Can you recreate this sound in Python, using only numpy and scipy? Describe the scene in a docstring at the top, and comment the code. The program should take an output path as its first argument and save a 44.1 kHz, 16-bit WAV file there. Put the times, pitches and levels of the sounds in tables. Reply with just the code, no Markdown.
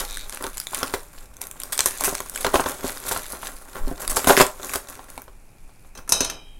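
"""Cardboard box out of a plastic mailer

A cardboard box is worked out of a plastic mailer bag on a table, heard close up in a small room.
The film snaps, crumples, creaks and rustles: clicks excite creases, each with its own resonant pitch.
The box scrapes in random slips and knocks in decaying modes, and filtered noise rumbles in the table.
At the end scissors are put down: noisy clacks, and steel modes that ring on."""
import sys
import numpy as np
from scipy import signal
from scipy.fft import rfft, irfft
from scipy.io import wavfile
from scipy.ndimage import uniform_filter1d

SR = 44100
rng = np.random.default_rng(int(sys.argv[2]) if len(sys.argv) > 2 else 0)


def master(y):
    """Save y as 16-bit WAV."""
    cut = np.clip(np.atleast_2d(y).T, -1, 1)
    pcm = np.round(cut * 32767)  # scale
    wavfile.write(sys.argv[1], SR, pcm.astype(np.int16))


N = 290643

# single creases of the film popping, loud ones and faint ones that stand alone:
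# start_s, energy_db, centre_hz
SNAPS = [(0.172, -4, 4840), (0.296, -7, 6660), (0.373, -8.5, 3200), (0.425, -7, 7100), (0.441, -4, 4000),
         (0.467, -5.5, 4540), (0.572, -6, 6940), (0.58, -4, 7000), (0.601, -0.5, 8300), (0.67, -3.5, 4680),
         (0.747, 1.5, 6000), (0.831, 0.5, 2800), (1.368, -17, 8400), (1.416, -2.5, 7650), (1.47, -9, 9400),
         (1.513, -8.5, 8060), (1.601, -5.5, 8500), (1.618, -11.5, 4650), (1.635, -3.5, 7100),
         (1.723, -8, 8100), (1.778, 2, 6600), (1.792, 9.5, 4500), (1.806, 10, 6140), (1.859, 11.5, 7100),
         (2.009, 3, 7260), (2.038, 3.5, 10700), (2.052, -8, 10600), (2.093, -5, 6000), (2.152, 1, 4360),
         (2.204, -4, 8000), (2.297, -4.5, 11000), (2.36, -1.5, 4640), (2.376, -7, 2880), (2.446, 1, 2200),
         (2.467, 2, 2700), (2.558, 0, 1900), (3.113, -11, 4200), (3.119, -2.5, 4770), (3.322, -5.5, 7940),
         (3.471, -5.5, 3500), (3.757, -15, 1800), (4.017, -11, 7400), (4.078, 3, 6960), (4.17, 5, 6100),
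         (4.245, -1.5, 4000), (4.368, 9.5, 3180), (4.375, 10.5, 2720), (4.402, 1, 3700), (4.466, -1, 7300),
         (4.758, 1, 5600), (5.102, -14.5, 7400), (5.178, -12, 4800), (5.219, -14, 9500)]
# knocks, soft hand rubs and small ticks on the box, and the scissors landing on it,
# relative energies: start_s, thud_db (hollow body), clack_db (wall)
KNOCKS = [(0.444, -1, -5), (0.733, -17, -1.5), (0.812, -16, -3), (0.83, 0, 6), (0.939, 4, 6),
          (1.792, -17, 1), (1.859, -2, 3), (2.079, 3, 0.5), (2.127, -2, -13), (2.204, -6.5, -3.5),
          (2.447, -18, 14), (2.466, 2.5, 8.5), (2.542, 11, 15.5), (2.556, 1.5, 13.5), (2.597, 3, 9.5),
          (2.661, 1, 8.5), (2.844, 4, -12), (3.113, 1.5, 3), (3.163, -11, 3.5), (3.43, -15, -2),
          (3.875, -3, -24), (3.914, -0.5, -23), (4.169, -0.5, 10), (4.244, -3, 2), (4.273, 10.5, 7.5),
          (4.297, 10.5, 17.5), (4.304, 16.5, 20), (4.376, 13, 10), (4.4, 13, 15.5), (4.408, 18.5, 20.5),
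          (4.598, -12, -10.5), (4.756, 0, 3), (4.993, -19, -8), (5.178, -14, -6.5), (5.28, -23, -15),
          (5.553, -34, -39), (5.693, -33, -25), (5.848, -35, -23.5), (6.122, -9.5, 3.5), (6.208, 3.5, -5)]
# separate tugs and rubs, the last one the scissors touching the cardboard,
# relative levels: start_s, length_s, film_db (rustle), box_db (scrape)
STROKES = [(0.0, 0.0091, -34, -27.5), (0.315, 0.03, -39.5, -42), (0.402, 0.069, -56, -33.5),
           (0.715, 0.085, -35.5, -40.5), (1.126, 0.11, -50.5, -48), (1.405, 0.026, -40, -43.5),
           (1.61, 0.027, -54, -42), (2.008, 0.1, -32.5, -33), (2.332, 0.12, -35.5, -41),
           (2.529, .07, -33, -27.5), (2.66, 0.043, -32.5, -29.5), (2.828, 0.064, -33.5, -30.5),
           (3.045, .13, -34.5, -34), (3.294, 0.048, -40, -35), (3.425, 0.055, -41.5, -34.5),
           (3.747, 0.036, -48, -33), (3.865, 0.044, -49, -41.5), (3.993, 0.039, -37, -33),
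           (4.088, 0.023, -37.5, -29), (4.268, 0.036, -29.5, -14), (4.389, 0.022, -33, -22.5),
           (4.619, 0.14, -37, -38), (4.88, 0.054, -44.5, -42.5), (5.078, 0.078, -51, -49.5),
           (5.949, 0.038, -72, -40)]
STROKE_RISE_S, STROKE_FALL_S = 0.0076, 0.026
# modes of the hollow box: pitch_hz, level_db, t60_s
BOX_MODES = [(195, -11.5, 0.038), (260, -5, 0.054), (295.5, -6, 0.05), (390, 1, 0.06), (396, -3.5, 0.069),
             (524, -5.5, 0.13), (572.6, -6, 0.11), (605.5, -2, 0.074), (698, -2, 0.049),
             (820, -10.5, 0.092), (914, -9, 0.14), (1020, -8, 0.074), (1344, -2.5, 0.047),
             (1478, -9, 0.069)]
# decay of the cardboard wall by band: pitch_hz, t60_s
WALL_T60 = [(200, 0.042), (800, 0.035), (2000, 0.024), (8000, 0.074)]


def amp(db):
    """Decibels to gain."""
    return 10 ** (np.asarray(db) / 20)


def unit(x):
    """Scales to an energy of one."""
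    return x / np.sqrt(np.sum(x ** 2) + 1e-20)


def evened(x):
    """Scales to an rms of one."""
    return unit(x) * np.sqrt(len(x))


def read(points, hz):
    """Reads a table along a log-frequency axis."""
    f, value = np.transpose(points)
    return np.interp(np.log(hz + 1), np.log(f + 1), value)


def follow(rows, axis):
    """One dB column of a curve as a gain for every sample."""
    rows = np.array(rows)
    return amp(np.interp(np.arange(N) / SR, rows[:, 0], rows[:, axis]))


def add(mix, s, sound):
    """Mixes a sound in at s seconds."""
    part = mix[max(round(s * SR), 0):][:len(sound)]
    part += sound[:len(part)]


def through(x, response):
    """Convolves and keeps the length."""
    return signal.oaconvolve(x, response)[:len(x)]


def focus_loss(hz, centre_hz, focus_db):
    """Loss in dB away from a centre: focus_db at one octave, at most twice that."""
    return focus_db * np.minimum(np.log2(hz / centre_hz) ** 2, 2)


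def pulse(spectrum, centre_hz=1000, focus_db=0, ripple_db=0, size=512):
    """A minimum-phase click: a spectrum focused on a centre, with chance resonances of ripple_db."""
    hz = np.fft.rfftfreq(size, 1 / SR)
    ripple = evened(np.convolve(rng.standard_normal(len(hz)), np.hanning(size // 32), "same"))
    db = read(spectrum, hz) - focus_loss(hz + 1, centre_hz, focus_db) + ripple_db * ripple
    # folding the cepstrum gathers the energy at the start
    cepstrum = irfft(np.log(amp(db)))
    cepstrum[1:size // 2] *= 2
    cepstrum[size // 2 + 1:] = 0
    return unit(irfft(np.exp(rfft(cepstrum))))


def noise(spectrum):
    """Steady noise of a given spectrum, rms one."""
    gain = amp(read(spectrum, np.fft.rfftfreq(N, 1 / SR)))
    return evened(irfft(rfft(rng.standard_normal(N)) * gain, N))


def dying(t60, size):
    """Noise in which each band dies at its own speed."""
    hz, t, bands = signal.stft(rng.standard_normal(size), SR, nperseg=128)
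    decay = amp(-60 * t / read(t60, hz)[:, None])
    return unit(signal.istft(bands * decay, SR, nperseg=128)[1])


def ring(modes, spread_db, size, detune=0):
    """The modes of a struck body, weighted by chance and shifted in pitch by a random detune."""
    hz, db, t60 = np.transpose(modes)[:, :, None]
    t = np.arange(size) / SR
    weight, shift = rng.standard_normal((2, len(hz), 1))
    envelope = amp(db + spread_db * weight - 60 * t / t60)
    tone = np.cos(2 * np.pi * hz * (1 + detune * shift) * t)
    return unit((envelope * tone).sum(0))


def clicks(per_s, spread_db, size):
    """Random clicks, many small and a few large, with a mean power of one."""
    chance, sign = rng.random((2, size))
    height = amp(spread_db * np.minimum(rng.exponential(1, size), 3.5))
    return evened(height * np.sign(sign - .5) * (chance < per_s / SR))


def swells(rows, rise_s, fall_s):
    """Power of (start_s, length_s, level_db) gestures that each rise, hold and die away."""
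    t, power = np.arange(SR) / SR, np.zeros(N)
    for s, length, db in rows:
        rise = np.minimum(t / rise_s, 1)
        fall = np.exp(-np.maximum(t - length, 0) / fall_s)
        add(power, s, (amp(db) * rise * fall) ** 2)
    return power


def underlying(axis):
    """Gain of the handling between and under the tugs, which ends when the hands let go."""
    # the underlying handling as it rises and falls, relative levels:
    # start_s, film_db (rustle), box_db (scrape)
    handling = [(0.0, -37, -45.5), (0.36, -46, -48.5), (0.69, -44, -54), (0.82, -38, -32),
                (1.17, -54.5, -61), (1.41, -60.5, -50), (1.9, -33.5, -41.5), (2.38, -44, -44),
                (2.58, -37, -33), (3.27, -40, -45.5), (3.53, -45, -47), (3.78, -49.5, -42.5),
                (4.01, -45.5, -39), (4.29, -26.5, -32.5), (4.42, -43, -47), (5.03, -50, -46),
                (5.36, -66.5, -77.5), (5.9, -63.5, -67.5)]
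    return follow(handling, axis) * (np.arange(N) / SR < handling[-1][0])


def room(x, wet_db=-7, build_s=0.0017):
    """Reflections build up within a few milliseconds and die away."""
    # decay of the room by band: pitch_hz, t60_s
    room_t60 = [(150, 0.13), (700, 0.27), (3000, 0.2), (8000, 0.24), (15000, 0.2)]
    tail = dying(room_t60, size=20000)
    build = 1 - np.exp(-(np.arange(len(tail)) / SR / build_s) ** 2)
    return x + amp(wet_db) * through(x, unit(tail * build))


def air():
    """The still air of the room as steady noise."""
    # spectrum of the air: pitch_hz, level_db (per Hz, relative)
    air_spectrum = [(18, -30), (30, 0), (215, -15), (512, -21.5), (702, -21.5), (866, -19.5), (937, -25),
                    (2060, -29.5), (2410, -22), (3140, -38.5), (6900, -34.5), (10200, -31.5),
                    (16000, -43.5)]
    level_db = -53
    return amp(level_db) * noise(air_spectrum)


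def table():
    """The table top rumbles under the hands and gives a low bump at every contact with the box."""
    # spectrum of the trembling table: pitch_hz, level_db (per Hz, relative)
    rumble_spectrum = [(8, -4), (22, 6.5), (35, -13), (58, -14), (90, -26), (150, -32), (300, -40),
                       (1000, -73)]
    # the hands leaning on the table: start_s, length_s, level_db
    leans = [(0.0, 0.26, -37.5), (3.8, 0.1, -23), (4.06, 0.089, -26.5)]
    tremble_db, lean_rise_s, lean_fall_s = -43.5, 0.025, 0.042
    contacts = np.zeros(N)
    for s, thud_db, clack_db in KNOCKS:
        # the hands cushion the hardest knocks
        add(contacts, s, amp([min(max(thud_db, clack_db), 4)]))
    bumps = through(contacts, ring([(68.0, 0, 0.082), (126, -2, 0.019)], spread_db=7.5, size=8192))
    shake = np.sqrt(amp(tremble_db) ** 2 + swells(leans, lean_rise_s, lean_fall_s))
    return shake * noise(rumble_spectrum) + amp(-15) * bumps


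def scissors(count=4):
    """Loose blades chatter at every touch and ring on, in several slightly detuned copies."""
    # touching down and bouncing, relative energies: start_s, clack_db, ring_db, contact_hz (centre)
    bounces = [(5.952, -17.5, -11, 1500), (5.975, -13.5, -32, 4470), (6.077, -13.5, -33, 1680),
               (6.093, 4.5, 1, 8750), (6.122, 14, 18.5, 6000), (6.206, 8.5, 13, 3800),
               (6.247, 2, 1.5, 4470), (6.299, -0.5, -7, 3700)]
    # modes of the steel blades: pitch_hz, level_db, t60_s
    steel_modes = [(1650, -14, 0.6), (2427, -5.5, 0.92), (2597, 7, 0.35), (3010, -5.5, 1),
                   (3225, -13, 1.75), (3730, -9, 0.82), (3870, 6, 0.44), (4130, 6, 0.24), (5370, 6.5, 0.35),
                   (5030, 1.5, 0.49), (6170, 17, 0.23), (6000, 1, 0.41), (6300, -2.5, 0.17),
                   (6920, 0, 0.22), (8200, 7, 0.27), (8700, 2, 0.15), (9108, -5, .18)]
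    # spectrum of the contact: pitch_hz, level_db (per Hz, relative)
    clack_spectrum = [(150, -1.5), (520, 2.5), (1400, 2.5), (1900, -6.5), (3000, -9.5), (4700, -8.5),
                      (6100, 2.5), (7500, -7.5), (9200, 1), (12500, -3), (16000, -23)]
    contact_focus_db = 3.5  # loss of a blade mode an octave from the centre of the contact
    out = np.zeros(N)
    frame = dying([(500, 0.61), (3000, 0.13), (12000, 0.023)], size=8192)
    flutter = np.exp(-np.arange(len(frame)) / SR / 0.0062)
    for s, clack_db, ring_db, contact_hz in bounces:
        chatter = unit(rng.standard_normal(len(frame)) * flutter)
        contact = pulse(clack_spectrum, contact_hz, focus_db=5.0)
        clack = unit(through(chatter + amp(-6.0) * frame, contact))
        reached = [(hz, db - focus_loss(hz, contact_hz, contact_focus_db), t60)
                   for hz, db, t60 in steel_modes]
        blades = sum(ring(reached, spread_db=3, size=32768, detune=shift)
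                     for shift in np.linspace(.002, .016, count))
        add(out, s, amp(clack_db) * clack)
        add(out, s, amp(ring_db - 6) * unit(blades))
    return out


def box_motion():
    """The box moves with the handling and the strokes, and slides on after every contact."""
    handling_db = -1.5
    slide_db, slide_s = -34.5, 0.024  # level against the clack's energy, time constant
    strokes = swells([(s, length, db) for s, length, _, db in STROKES], STROKE_RISE_S, STROKE_FALL_S)
    sliding = swells([(s, 0, db + slide_db) for s, _, db in KNOCKS], rise_s=0.0056, fall_s=slide_s)
    return np.sqrt((amp(handling_db) * underlying(axis=2)) ** 2 + strokes + sliding)


def scrape():
    """The box sticks and slips; each slip sounds its wall, and its hollow hums along."""
    # spectrum of a slip: pitch_hz, level_db (per Hz, relative)
    slip_spectrum = [(70, 6.5), (150, -10.5), (300, 4), (600, 3), (1250, 3.5), (2300, -11), (4000, -30.5),
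                     (10000, -17)]
    slips = box_motion() * clicks(per_s=380, spread_db=3.2, size=N)
    wall = unit(through(dying(WALL_T60, size=4096), pulse(slip_spectrum)))
    body = amp(-8) * wall + amp(-8.5) * ring(BOX_MODES, spread_db=2, size=len(wall))
    hollow = ring([(409, 0, 0.015)], spread_db=0, size=len(wall))
    rub = amp(-11.5) * through(slips, pulse(slip_spectrum))
    return rub + through(slips, body + amp(-18) * hollow)


def knocks():
    """Each contact is a push, a short clack of dense wall modes and the thud of the whole box."""
    # spectrum of the wall: pitch_hz, level_db (per Hz, relative)
    wall_spectrum = [(60, -16), (200, -22.5), (450, 4.5), (900, 8), (1450, 5.5), (2000, -13), (2800, -5.5),
                     (3800, -9.5), (5000, -16), (12000, -28)]
    out, push = np.zeros(N), pulse(wall_spectrum)
    for s, thud_db, clack_db in KNOCKS:
        wall = unit(through(dying(WALL_T60, size=4096), push))
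        # a soft contact with little clack reaches only the low modes
        reach_hz = np.clip(1300 * amp(.5 * (clack_db - thud_db)), 300, 4000)
        lowpass = signal.butter(2, reach_hz, fs=SR, output="sos")
        thud = unit(signal.sosfilt(lowpass, ring(BOX_MODES, spread_db=5.5, size=8192)))
        add(out, s, amp(clack_db - 12) * push)
        add(out, s, amp(clack_db - 5.5) * wall)
        add(out, s, amp(thud_db) * thud)
    return out


def film_motion():
    """The film moves with the handling and the strokes, and small creases settle after every snap."""
    handling_db = -2.5
    settle_db, settle_s = -44.5, .035  # level against the snap's energy, time constant
    strokes = swells([(s, length, db) for s, length, db, _ in STROKES], STROKE_RISE_S, STROKE_FALL_S)
    settling = swells([(s, 0, db + settle_db) for s, db, _ in SNAPS], rise_s=.003, fall_s=settle_s)
    return np.sqrt((amp(handling_db) * underlying(axis=1)) ** 2 + strokes + settling)


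def crack(centre_hz, focus_db, size=512):
    """A crease flips over with resonances of its own, and the film around it flutters for a moment."""
    # spectrum of the film: pitch_hz, level_db (per Hz, relative)
    film_spectrum = [(100, -17.5), (400, -4.5), (1200, 4), (2000, 3), (2900, -5.5), (3800, -3), (4600, -7),
                     (6500, -3), (10500, 1), (13000, -2), (16000, -12.5)]
    flutter_s = .001
    drive = 1.4 * unit(rng.standard_normal(size) * np.exp(-np.arange(size) / SR / flutter_s))
    drive[0] += 1  # the flip itself
    return unit(through(drive, pulse(film_spectrum, centre_hz, focus_db, ripple_db=4)))


def crackle(train, focus_db, count=40):
    """Hands each click to one of many creases; the few under strain change as the bag moves."""
    moving = np.arange(N) * 14 // SR  # the strained group steps on 14 times a second
    crease = (moving + rng.integers(0, count // 5, N)) % count
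    # stepping by 17 gives neighbouring creases distant pitches
    pitches = np.geomspace(2800, 13000, count)[np.arange(count) * 17 % count]
    return sum(through(train * (crease == k), crack(hz, focus_db)) for k, hz in enumerate(pitches))


def rustle():
    """Small creases tick over the fine hiss of film sliding on cardboard, with sparser, larger pops."""
    level = film_motion()
    ticks = crackle(level * clicks(per_s=210, spread_db=2.6, size=N), focus_db=7)
    hiss = crackle(level * clicks(per_s=6000, spread_db=3, size=N), focus_db=3)
    pops = crackle(level * clicks(per_s=30, spread_db=1.2, size=N), focus_db=5.5)
    return amp(-3.5) * (ticks + pops + amp(-0.5) * hiss)


def creak():
    """The stretched film sticks and slips in an almost even run of ticks."""
    # the film drawn taut: start_s, level_db, slip_rate_hz
    stretch = [(.07, -45, 130), (0.119, -40, 99), (0.198, -40, 100), (.26, -54, 220)]
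    # modes of the taut film: pitch_hz, level_db, t60_s
    taut_modes = [(2430, -4, 0.0071), (3800, 0.5, 0.0078), (6000, 7, 0.0031)]
    s, db, per_s = np.transpose(stretch)
    t, out = np.arange(s[0], s[-1], 1 / SR), np.zeros(N)
    unevenness = evened(uniform_filter1d(rng.standard_normal(len(t)), 400))
    turns = np.cumsum(np.interp(t, s, per_s) * amp(2 * unevenness)) / SR
    slips = evened(np.diff(np.floor(turns), prepend=0))  # one tick per whole turn
    level = amp(np.interp(t, s, db))
    add(out, s[0], through(level * slips, ring(taut_modes, spread_db=4.0, size=1024)))
    return out


def crumples(count=5, size=8192):
    """A few neighbouring creases fire in a dense run that starts at once and thins out."""
    # a whole fold collapsing in a run of cracks: start_s, length_s, level_db, centre_hz
    folds = [(0.0, 0.024, -26.5, 4960), (0.83, 0.008, -27, 3200), (0.935, 0.015, -24.5, 3260),
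             (1.722, 0.027, -23.5, 7500), (1.86, 0.012, -18, 7500), (2.041, 0.04, -19.5, 10100),
             (3.082, 0.011, -25.5, 9000), (3.12, 0.012, -23.5, 7000), (4.097, 0.028, -23.5, 8500),
             (4.16, 0.034, -21, 7000), (4.271, 0.071, -19, 6900), (4.377, 0.047, -18.5, 3330),
             (4.398, 0.029, -13.5, 3530), (4.735, 0.03, -25, 6500)]
    t, out = np.arange(size) / SR, np.zeros(N)
    for s, length, db, hz in folds:
        fade = np.exp(-(t / length) ** 2)
        run = sum(through(fade * clicks(per_s=310, spread_db=3.0, size=size), crack(hz, focus_db=3.5))
                  for _ in range(count))
        add(out, s, amp(db) * unit(run) * np.linalg.norm(fade))
    return out


def snaps():
    """Single creases flip over one by one, loud or faint, each in one crack."""
    out = np.zeros(N)
    for s, db, hz in SNAPS:
        add(out, s, amp(db) * crack(hz, focus_db=4.5))
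    return out


def scene():
    """Bag, box and scissors in the room, over the table's rumble and the still air."""
    steel = room(scissors(), wet_db=-8.5)
    box = room(knocks() + scrape(), wet_db=-9)
    bag = room(snaps() + crumples() + rustle() + creak(), wet_db=-9.5)
    return (air() + table() + steel + box + bag)[None]


def record(dry):
    """Peaks beyond full scale overload the input and clip; then a low-pass limits the band."""
    edge_hz = 16000
    clipped = np.clip(dry, -1, 1)
    lowpass = signal.firwin(255, edge_hz, window=("kaiser", 8), fs=SR)
    return signal.oaconvolve(clipped, lowpass[None], "same")


dry = scene()
out = record(dry)
master(out)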